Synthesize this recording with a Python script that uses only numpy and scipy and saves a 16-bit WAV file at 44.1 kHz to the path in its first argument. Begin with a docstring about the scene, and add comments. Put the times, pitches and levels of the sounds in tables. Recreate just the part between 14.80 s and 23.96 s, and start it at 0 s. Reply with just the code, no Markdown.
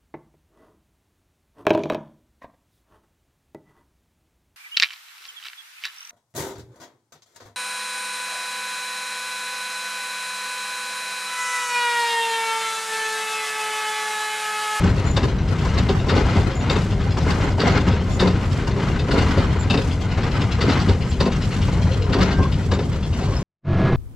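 """An engine drones and steel rattles as a tractor pulls a square baler, heard from behind the bale chute.
Straw rustles, the pickup's spring tines clatter ten times a second and dry pivots squeak.
Every 1.5 s the feeder arm slams back, then the plunger rams straw with a crunch and a thump.
The field sound cuts off. After a short silence the diesel engine fades in, heard from the cab."""
import sys
import numpy as np
from scipy import signal
from scipy.fft import rfft, irfft, next_fast_len
from scipy.io import wavfile
from scipy.ndimage import map_coordinates

SR = 44100
rng = np.random.default_rng(int(sys.argv[2]) if len(sys.argv) > 2 else 0)


def unload_wav(signal):
    """Save mono or channel-first audio to the path in sys.argv[1] as 16-bit WAV at rate SR, clipped to [-1, 1]."""
    wavfile.write(
        sys.argv[1],
        SR,
        np.round(np.clip(np.atleast_2d(signal).T, -1, 1) * 32767).astype(np.int16),
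    )


N = 403956

# Levels in the tables are relative: the functions set how loud each sound is in the mix.
# Diesel exhaust tones. Each row: multiple of the firing rate, level in dB.
EXHAUST_TONES = [(.5, -19.5), (1, 3.5), (1.5, 0.5), (2, -1.5), (2.5, -11.5), (3, -27), (3.8, -14), (7, -18),
                 (7.4, -17.5), (8, -23.5)]
# The tone colour of each noisy sound. Each row: frequency in Hz, level there in dB.
CHASSIS_SPECTRUM = [(18, -26), (35, -6), (60, -1), (90, -0.5), (140, -3), (190, -9), (300, -20), (420, -22),
                    (700, -32), (2000, -78)]
PANEL_SPECTRUM = [(110, -6), (190, 4), (300, 4), (400, 2), (640, -6.5), (1000, -2.5), (2000, -8),
                  (3000, -14), (4500, -20.5), (7500, -31.5), (10000, -56.5), (15000, -69.5)]
STRAW_SPECTRUM = [(300, 0.5), (1000, 0), (2500, -8), (5000, -9.5), (7500, -12), (10000, -25), (12500, -33),
                  (15500, -68)]
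CRASH_SPECTRUM = [(300, 4.5), (520, 10.5), (1000, 5), (1700, 8.5), (2400, 0.5), (3900, -6.5), (5000, -7.5),
                  (7500, -17), (10000, -33), (15000, -53.5)]
TINE_SPECTRUM = [(500, 8), (1500, -3), (2750, 3.5), (3200, -2), (4200, 5.5), (5200, -3), (6200, -21.5),
                 (7500, -8.5), (10000, -39), (15000, -55.5)]
CRACK_SPECTRUM = [(800, -1), (2000, 0.5), (3000, -5.5), (3800, 2.5), (5000, 3.5), (6500, -17),
                  (8500, -16.5), (11000, -35.5), (15000, -37)]
CRUNCH_SPECTRUM = [(400, 3), (1000, 4.5), (2000, 2), (3000, 1), (4500, 1), (5600, -10.5), (7500, -16.5),
                   (10000, -36.5), (15000, -56)]
CAB_SPECTRUM = [(30, -1.5), (60, -15.5), (140, 0), (220, -8), (350, -8), (560, -16), (660, -15),
                (850, -20.5), (1400, -20.5), (1550, -26), (2050, -28.5), (2600, -31.5), (4000, -38),
                (7000, -54), (14000, -85)]
# The modes (ringing notes) of each part. 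Each row: pitch in Hz, level in dB, seconds to fade by 60 dB.
FRAME_MODES = [(184.1, -5, 0.37), (237.1, -7, 0.27), (281.8, -5.5, 0.17), (346, -6.5, 0.079),
               (398.7, 1, 0.081), (470, -1, 0.052), (539.5, -1.5, 0.055), (667, -6.5, 0.037),
               (758, -6.5, 0.03), (933, -8, 0.05), (1038, -7, 0.041)]
CHAMBER_MODES = [(76, -2, 0.39), (94.6, 1, 0.42), (125, -21, .12), (185.3, -0.5, 0.086),
                 (367, -14.5, 0.071)]
TINE_MODES = [(2870, 1, 0.016), (3100, -4.5, 0.012), (3240, 0.5, 0.012), (3760, 1.5, .016),
              (4310, -8, 0.0088), (4780, -3, 0.0085), (5305, -3, 0.013), (6640, -5.5, 0.013)]
STOP_MODES = [(910, -10, 0.025), (1630, -4.5, 0.013), (2630, 8.5, 0.022), (3660, 10, 0.02),
              (4110, -2.5, 0.018), (4300, 0.5, 0.0099), (4820, -1.5, 0.016)]
# The ringing of tines and stop is softened above about 8 kHz. Each row: frequency in Hz, gain in dB.
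RING_TREBLE_ROLLOFF = [(6500, 4.5), (8000, -3), (11000, -10)]
# The load swells as the arm lands and lifts straw, and as the plunger rams, packs and turns.
# Each row: share of the cycle, half width in cycles, dB above idle.
LOAD_SWELLS = [(0.049, 0.041, 4), (0.438, 0.094, 5.5), (0.662, 0.045, 10.5), (0.73, 0.031, 8),
               (0.796, 0.031, 6.5)]
# The machine draws nearer, falls back and moves behind the bale.
# Each row: time in seconds, steel gain in dB, frame gain in dB, left microphone delay in ms.
NEARNESS = [(0, 2, 1, 0.013), (1.3, 0.35, 2.5, 0.0051), (3.0, 1.5, 4, 0.0063), (5.8, 0.5, 0, 0.013),
            (7.5, -3.5, 2.5, 0.028), (8.2, -4.5, -2.5, 0.037), (8.6, -9, -1, 0.055)]
# The linkage knocks in every cycle. Each row: share of the cycle, boom in dB, crash in dB.
LINKAGE_KNOCKS = [(.315, -17.5, -26), (.375, -16, -32.5), (.466, -23.5, -55), (.588, -13, -30.5),
                  (.622, -11, -39), (.648, -9.5, -29.5), (.782, -12, -31.5)]
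# The pickup comes out from behind the wheel. Each row: time in seconds, gain in dB.
PICKUP_LEVEL = [(0, -3), (2.5, -1), (4.5, -6), (5.5, 1), (6.8, 2), (7.6, 0.5), (8.2, -3.5), (8.6, -2.5)]
# Dry pivots. Each row: start and length in seconds, pitch in Hz, level in dB, waver as a share of pitch.
PIVOT_SQUEAKS = [(0.239, 0.11, 7050, -48.5, 0.013), (1.74, 0.096, 7020, -51.5, 0.013),
                 (1.904, 0.042, 7250, -48, .002), (3.312, 0.065, 7000, -50, 0.014),
                 (4.783, 0.056, 7250, -49.5, 0.013), (6.291, 0.03, 7220, -49, 0.011),
                 (7.92, .04, 7160, -52, .002), (7.421, 0.29, 1573, -43, 0.008),
                 (7.581, 0.1, 1057, -36, 0.03), (8.399, 0.076, 755, -41.5, 0.08),
                 (8.449, 0.11, 1070, -45.5, 0.062), (8.564, 0.024, 5250, -44, 0.024)]
# A slam of the feeder arm starts each cycle.
# Each row: start in seconds, then boom, crash and snap in dB, then rebound time in seconds.
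ARM_SLAMS = [(0.365, -11.5, -21, -26.5, 0.065), (1.896, -14, -22.5, -27.5, 0.06),
             (3.396, -11, -22, -23.5, 0.076), (4.9, -10.5, -23.5, -23.5, 0.073),
             (6.402, -6, -21.5, -25.5, .054), (7.914, -9, -17.5, -31.5, 0.074)]
# The arm bounces twice. Each row: delay in rebound times, boom change in dB, crash change in dB.
ARM_BOUNCES = [(1.004, -1.5, -7), (1.801, -14, -26)]
# Extra jolts: second hits just after slams and knocks, plus a few lone bumps.
# Each row: start in seconds, then boom, crash and thump in dB.
EXTRA_JOLTS = [(0.977, -31, -25.5, -32), (1.088, -10.5, -27, -9.5), (2.503, -22, -27.5, -21),
               (3.418, -8.5, -26, -17), (4.191, -41, -29.5, -26), (4.937, -7.5, -26, -19),
               (6.086, -8.5, -29.5, -23), (6.461, -16, -35.5, -16), (6.764, -30, -35, -12),
               (7.934, -17, -31, -25), (8.412, -14, -40, -35)]
# The plunger crunches through straw. 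Each row: start in seconds, level in dB.
STRAW_CRUNCHES = [(1.285, -17.5), (1.359, -22), (1.55, -28), (2.794, -18), (2.868, -24.5), (2.96, -28),
                  (4.306, -19.5), (4.377, -20), (4.575, -25), (5.805, -18.5), (5.888, -18.5), (5.99, -26.5),
                  (6.08, -26.5), (7.324, -19), (7.4, -20), (7.503, -25)]
# The cab fades in. Each row: time in seconds, exhaust in dB, roar in dB.
CAB_FADE = [(8.81, -94, -98), (8.85, -33, -42), (8.89, -17, -26), (8.98, -19, -19), (9.16, -22, -18.5)]
# Gears whine in the cab. Each row: pitch in Hz, dB compared with the roar.
GEAR_WHINE = [(650, -16.5), (1680, -22.5), (2121, -27.5)]
# The machine stands a little to the left. Each row: frequency in Hz, left minus right in dB.
LEFT_LEAN = [(60, 2), (400, 1.1), (1000, 1.5), (2500, 4.5), (4500, 4), (8000, 0.5)]
# Sound scattered by bale and ground. Each row: frequency in Hz, gain in dB.
SCATTER = [(100, -20.5), (330, -11), (550, -8), (2000, -5.5), (4000, -6.5), (8000, 0), (13000, 6)]

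FIRING_HZ, CYCLE_S, CLASHES_PER_CYCLE = 92.6, 1.51, 15
DRONE_IDLE_DB, PANELS_IDLE_DB, FRAME_IDLE_DB, STRAW_IDLE_DB, CLASH_IDLE_DB = -19, -35, -29.5, -44.5, -25
DRONE_FOLLOWS, FRAME_FOLLOWS, STRAW_FOLLOWS, CLASH_FOLLOWS = 0.14, 0.49, 0.2, 0.25   # dB per dB of load
STROKE_END_SHARE, THUMP_DB = .782, -5.5   # where the plunger turns round, and how hard
FIELD_END_S, CUTOFF_HZ = 8.627, 15000


def amp(db):
    """Turn decibels into a gain."""
    return 10 ** (np.asarray(db) / 20)


def unit(x):
    """Scale a signal to an average power of 1."""
    return x / np.sqrt(np.mean(x ** 2) + 1e-20)


def seconds():
    """The time of every sample."""
    return np.arange(N) / SR


def curves(rows):
    """Join timed rows with straight lines, one curve a column."""
    s, *columns = np.transpose(rows)
    return [np.interp(seconds(), s, c) for c in columns]


def gains(points):
    """Turn rows of Hz and dB into a gain for every frequency."""
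    hz, db = np.transpose(points)
    all_hz = np.fft.rfftfreq(next_fast_len(N, True), 1 / SR)
    return amp(np.interp(np.log(all_hz + 1), np.log(hz), db))


def shape(x, gain):
    """Turn each frequency up or down by its gain."""
    size = next_fast_len(N, True)
    return irfft(rfft(x, size) * gain, size)[..., :N]


def colour(x, spectrum):
    """Give white noise a tone colour and keep its power."""
    return shape(x, unit(gains(spectrum)))


def drift(rate):
    """A random wander of size about 1, changing about rate times a second."""
    knots = rng.standard_normal(8192)
    return unit(np.interp(seconds() * rate, np.arange(len(knots)), knots))


def contacts(per_s, spread_db):
    """Tiny collisions at random times; spread_db makes their sizes uneven."""
    sizes = amp(spread_db * np.minimum(rng.exponential(1, N), 3)) * rng.choice([-1, 1], N)
    return unit(sizes * (rng.random(N) < per_s / SR))


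def bursts(times, levels_db, rise_s, fall_s):
    """The loudness curve of blows that build up quickly and die away."""
    power, age = np.zeros(N + SR), np.arange(SR // 2) / SR
    blow = np.minimum(age / rise_s, 1) * np.exp(-np.maximum(age - rise_s, 0) / fall_s)
    for s, db in zip(times, levels_db):
        start = max(int(s * SR), 0)
        power[start:start + len(age)] += (amp(db) * blow) ** 2
    return np.sqrt(power[:N])


def ring(force, modes, shift_db=0):
    """A struck part rings at a few notes, whose strengths shift with the point of contact."""
    out, power = 0, 0
    for k, (hz, db, t60) in enumerate(modes):
        decay, step = amp(-60 / (t60 * SR)), 2 * np.pi * hz / SR
        mode = signal.lfilter([0, np.sin(step)], [1, -2 * decay * np.cos(step), decay ** 2], force + 1e-18)
        out += (-1) ** k * amp(db) * unit(amp(shift_db * drift(14))) * mode
        power += amp(db) ** 2 / (2 * (1 - decay ** 2))
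    return out / np.sqrt(power)


def sheet(force, t60, count):
    """Each collision lands on one of count steel sheets, whose noisy ring fades 60 dB in t60 seconds."""
    age, target = np.arange(SR // 5) / SR, rng.integers(0, count, N)
    tails = rng.standard_normal((count, len(age))) * amp(-60 * age / t60)
    return sum(signal.oaconvolve(force * (target == k), tail / np.linalg.norm(tail))[:N]
               for k, tail in enumerate(tails))


def cycle_starts():
    """The slam times, with one more cycle before and after."""
    s = np.transpose(ARM_SLAMS)[0]
    return np.concatenate([[s[0] - CYCLE_S], s, [s[-1] + CYCLE_S]])


def cycle_share():
    """How much of the cycle has gone by at every sample, from 0 to 1."""
    starts = cycle_starts()
    return np.interp(seconds(), starts, np.arange(len(starts))) % 1


def every_cycle(rows):
    """Repeat rows in every cycle, turning their first column from a share into seconds."""
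    starts = cycle_starts()
    events = np.array([(start + share * (end - start), *rest)
                       for start, end in zip(starts, starts[1:]) for share, *rest in rows])
    return events[events[:, 0] > 0]


def load():
    """How hard the baler works, in dB above idle: the same swells return in every cycle."""
    now = cycle_share()
    return sum(db * np.exp(-((now - share) / width) ** 2) for share, width, db in LOAD_SWELLS)


def diesel(wander, rough):
    """An unsteady crank gives wavering exhaust tones and a puff at each firing."""
    phase = 2 * np.pi * np.cumsum(FIRING_HZ * (1 + wander * drift(14))) / SR
    tones = sum(amp(db) * (1 + rough * drift(35)) * np.sin(k * phase + rng.uniform(0, 2 * np.pi))
                for k, db in EXHAUST_TONES)
    puffs = unit(1 + 0.11 * np.cos(phase))
    return unit(tones), puffs


def engine_drone(load_db):
    """The working engine drones over the rumble of the rolling chassis."""
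    tones, _ = diesel(wander=0.0246, rough=0.88)
    exhaust = shape(tones, gains([(50, -14), (93, 2.5), (140, -3), (600, -5)]))
    rumble = colour(contacts(per_s=1800, spread_db=1), CHASSIS_SPECTRUM)
    return amp(DRONE_IDLE_DB + DRONE_FOLLOWS * load_db) * (amp(-10) * exhaust + amp(-1.86) * rumble)


def body_rattle(load_db, steel_db, frame_db):
    """Panels chatter and the frame hums as the plunger loads them."""
    panels_db = PANELS_IDLE_DB + load_db + steel_db + 2.46 * drift(25)
    shaking = amp(panels_db) * contacts(per_s=2200, spread_db=2.5)
    panels = colour(sheet(shaking, t60=0.027, count=6), PANEL_SPECTRUM)
    strain_db = 0.5 * np.cos(2 * np.pi * (cycle_share() - .83))   # most when the bale is squeezed
    hum_db = FRAME_IDLE_DB + FRAME_FOLLOWS * load_db + strain_db + frame_db
    hum = ring(amp(hum_db) * contacts(per_s=900, spread_db=4), FRAME_MODES, shift_db=3)
    return panels + amp(-6) * hum


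def straw_rustle(load_db):
    """Straw rustles in uneven wads, more under load and just after each pass of the tines."""
    toss_db = 0.3 * np.cos(2 * np.pi * (CLASHES_PER_CYCLE * cycle_share() - .35))
    wads_db = 2.45 * drift(6.9)
    rustle = colour(contacts(per_s=14000, spread_db=3), STRAW_SPECTRUM)
    return amp(STRAW_IDLE_DB + STRAW_FOLLOWS * load_db + toss_db + wads_db) * rustle


def heavy_blows(steel_db, frame_db):
    """Knocks, slams, bounces and jolts crash on steel; a shove and a judder set the frame booming."""
    hits = [row[:3] for row in ARM_SLAMS + EXTRA_JOLTS]
    bounces = [(s + delay * rebound_s, db + softer, crash_db + duller)
               for s, db, crash_db, _, rebound_s in ARM_SLAMS for delay, softer, duller in ARM_BOUNCES]
    s, boom_db, crash_db = np.vstack([hits, bounces, every_cycle(LINKAGE_KNOCKS)]).T
    impacts = bursts(s - .003, crash_db, rise_s=0.006, fall_s=0.016) * contacts(per_s=6000, spread_db=0)
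    judder = bursts(s - .003, boom_db, rise_s=0.0039, fall_s=0.032) * contacts(per_s=3000, spread_db=1)
    shove = np.zeros(N + 2 * SR)
    shove[((s + .003) * SR).astype(int)] = amp(boom_db)
    force = amp(frame_db) * (amp(-8.5) * judder + amp(12.5) * shove[:N])
    crash = colour(sheet(amp(steel_db) * impacts, t60=0.058, count=2), CRASH_SPECTRUM)
    return amp(1.5) * crash + ring(force, FRAME_MODES, shift_db=1.5)


def plunger_thumps():
    """A soft, heavy push rings the bale chamber at the end of each stroke and at each jolt."""
    strokes = every_cycle([(STROKE_END_SHARE, THUMP_DB)])
    jolts = [(s, db) for s, _, _, db in EXTRA_JOLTS]
    s, db = np.vstack([strokes, jolts]).T
    force = np.zeros(N)
    force[(s * SR).astype(int)] = amp(db)
    return amp(24) * ring(force, CHAMBER_MODES)


def pickup_clatter(load_db):
    """Geared to the plunger, the pickup's tines clash evenly, each time in a shower of tiny contacts."""
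    s = every_cycle([(k / CLASHES_PER_CYCLE,) for k in range(CLASHES_PER_CYCLE)])[:, 0]
    late, hard = rng.standard_normal((len(s), 2)).T
    starts = np.maximum(s + 0.0027 + 0.0013 * late, 0)
    db = CLASH_IDLE_DB + CLASH_FOLLOWS * np.interp(s, seconds(), load_db) + 1.8 * hard
    shower = bursts(starts, db, rise_s=.015, fall_s=0.028) * contacts(per_s=2000, spread_db=1.5)
    clash = colour(sheet(shower, t60=0.013, count=3), TINE_SPECTRUM)
    # the treble varies: clashes deep inside the machine come out duller
    treble = shape(clash, gains([(2500, -48.5), (5000, -4)]))
    clash += (amp(1.3 * drift(22)) - 1) * treble
    ringing = shape(tine_ring(shower, starts), gains(RING_TREBLE_ROLLOFF))
    return amp(-14.5) * clash + amp(-18) * ringing


def tine_ring(shower, times, detune_share=0.071, shift_db=0.5):
    """Each clash rings another tine. No two are bent alike, so each has its own tuning and balance."""
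    out, age = np.zeros(N + SR), np.arange(SR // 12) / SR
    hz, db, t60 = np.transpose(TINE_MODES)[..., None]
    edges = (times[times < N / SR] * SR).astype(int)
    for start, end in zip(edges, [*edges[1:], N]):
        bent, hit = rng.standard_normal((2, len(hz), 1))
        fades = amp(db + shift_db * hit - 60 * age / t60)
        ping = np.sum(fades * np.sin(2 * np.pi * hz * (1 + detune_share * bent) * age), axis=0)
        rung = signal.fftconvolve(shower[start:end], ping / np.linalg.norm(ping))
        out[start:start + len(rung)] += rung
    return out[:N]


def pivot_squeaks():
    """Dry steel sings briefly on an unsteady pitch, with a faint octave above."""
    out, waver, grip = np.zeros(N), drift(700), amp(3.9 * drift(250))
    for s, length, hz, db, share in PIVOT_SQUEAKS:
        at = np.arange(int(s * SR), int((s + length) * SR))
        phase = 2 * np.pi * np.cumsum(hz * (1 + share * waver[at])) / SR
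        tone = np.sin(phase) + amp(-32) * np.sin(2 * phase)
        out[at] += amp(db + 7.5) * signal.windows.tukey(len(at), .55) * grip[at] * tone
    return out


def stop_snaps():
    """The steel stop cracks and rings as the feeder arm meets it, on the rebound, and at each jolt."""
    slams = [(s, db) for s, _, _, db, _ in ARM_SLAMS]
    rebounds = [(s + rebound_s, db - 7) for s, _, _, db, rebound_s in ARM_SLAMS]
    jolts = [(s, crash_db - 5.5) for s, _, crash_db, _ in EXTRA_JOLTS]
    s, db = np.vstack([slams, rebounds, jolts]).T
    chatter = bursts(s - .003, db, rise_s=0.0059, fall_s=0.015) * contacts(per_s=3200, spread_db=2)
    crack = colour(sheet(chatter, t60=0.01, count=3), CRACK_SPECTRUM)
    ringing = shape(ring(chatter, STOP_MODES, shift_db=-2.5), gains(RING_TREBLE_ROLLOFF))
    return amp(-1.5) * crack + amp(-3.5) * ringing


def straw_crunches():
    """Stalks snap in a dense burst between the plunger knife and the chamber wall."""
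    s, db = np.transpose(STRAW_CRUNCHES)
    snaps = bursts(s - .003, db, rise_s=0.013, fall_s=0.023) * contacts(per_s=2700, spread_db=-0.5)
    return amp(-3) * colour(sheet(snaps, t60=0.019, count=3), CRUNCH_SPECTRUM)


def cab_engine():
    """In the cab the exhaust hums, gears whine and a rough roar pulses with the firings."""
    exhaust_db, roar_db = curves(CAB_FADE)
    tones, puffs = diesel(wander=0.005, rough=0.29)
    roar = unit(puffs * amp(1.1 * drift(60)) * contacts(per_s=5400, spread_db=1))
    phase_per_hz = 2 * np.pi * np.cumsum(1 + 0.0033 * drift(20)) / SR
    whine = sum(amp(db + 2.5 * drift(9.9)) * np.sin(hz * phase_per_hz) for hz, db in GEAR_WHINE)
    return amp(exhaust_db - 1) * tones + amp(roar_db) * (colour(roar, CAB_SPECTRUM) + whine)


def microphones(x, lag_ms):
    """Two microphones hear the machine, the left one louder; each also gets its own scattered sound."""
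    lean = np.sqrt(gains(LEFT_LEAN))
    late = map_coordinates(x, [np.arange(N) - lag_ms * SR / 1000], order=3)
    # the paths off bale and ground keep changing on the move
    scattered = [shape(sheet(x, t60=0.09, count=1), gains(SCATTER)) * drift(90) for _ in range(2)]
    return np.array([shape(late, lean), shape(x, 1 / lean)]) + scattered


def scene():
    """The baler in the field, a sudden silence, then the cab."""
    load_db = load()
    steel_db, frame_db, lag_ms = curves(NEARNESS)
    baler = body_rattle(load_db, steel_db, frame_db)
    baler += amp(curves(PICKUP_LEVEL)[0]) * pickup_clatter(load_db)
    baler += heavy_blows(steel_db, frame_db) + stop_snaps()
    baler += straw_crunches() + plunger_thumps() + pivot_squeaks()
    field = microphones(engine_drone(load_db) + baler + straw_rustle(load_db), lag_ms)
    field_on = np.clip((FIELD_END_S - seconds()) / 0.003 + 1, 0, 1)
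    return field * field_on + cab_engine()


def record(dry):
    """Round off the highest peaks and cut away the very top of the treble."""
    rounded = dry / (1 + np.abs(dry / .85) ** 6) ** (1 / 6)
    return signal.sosfilt(signal.ellip(10, .1, 80, CUTOFF_HZ, fs=SR, output="sos"), rounded)


dry = scene()
out = record(dry)
unload_wav(out)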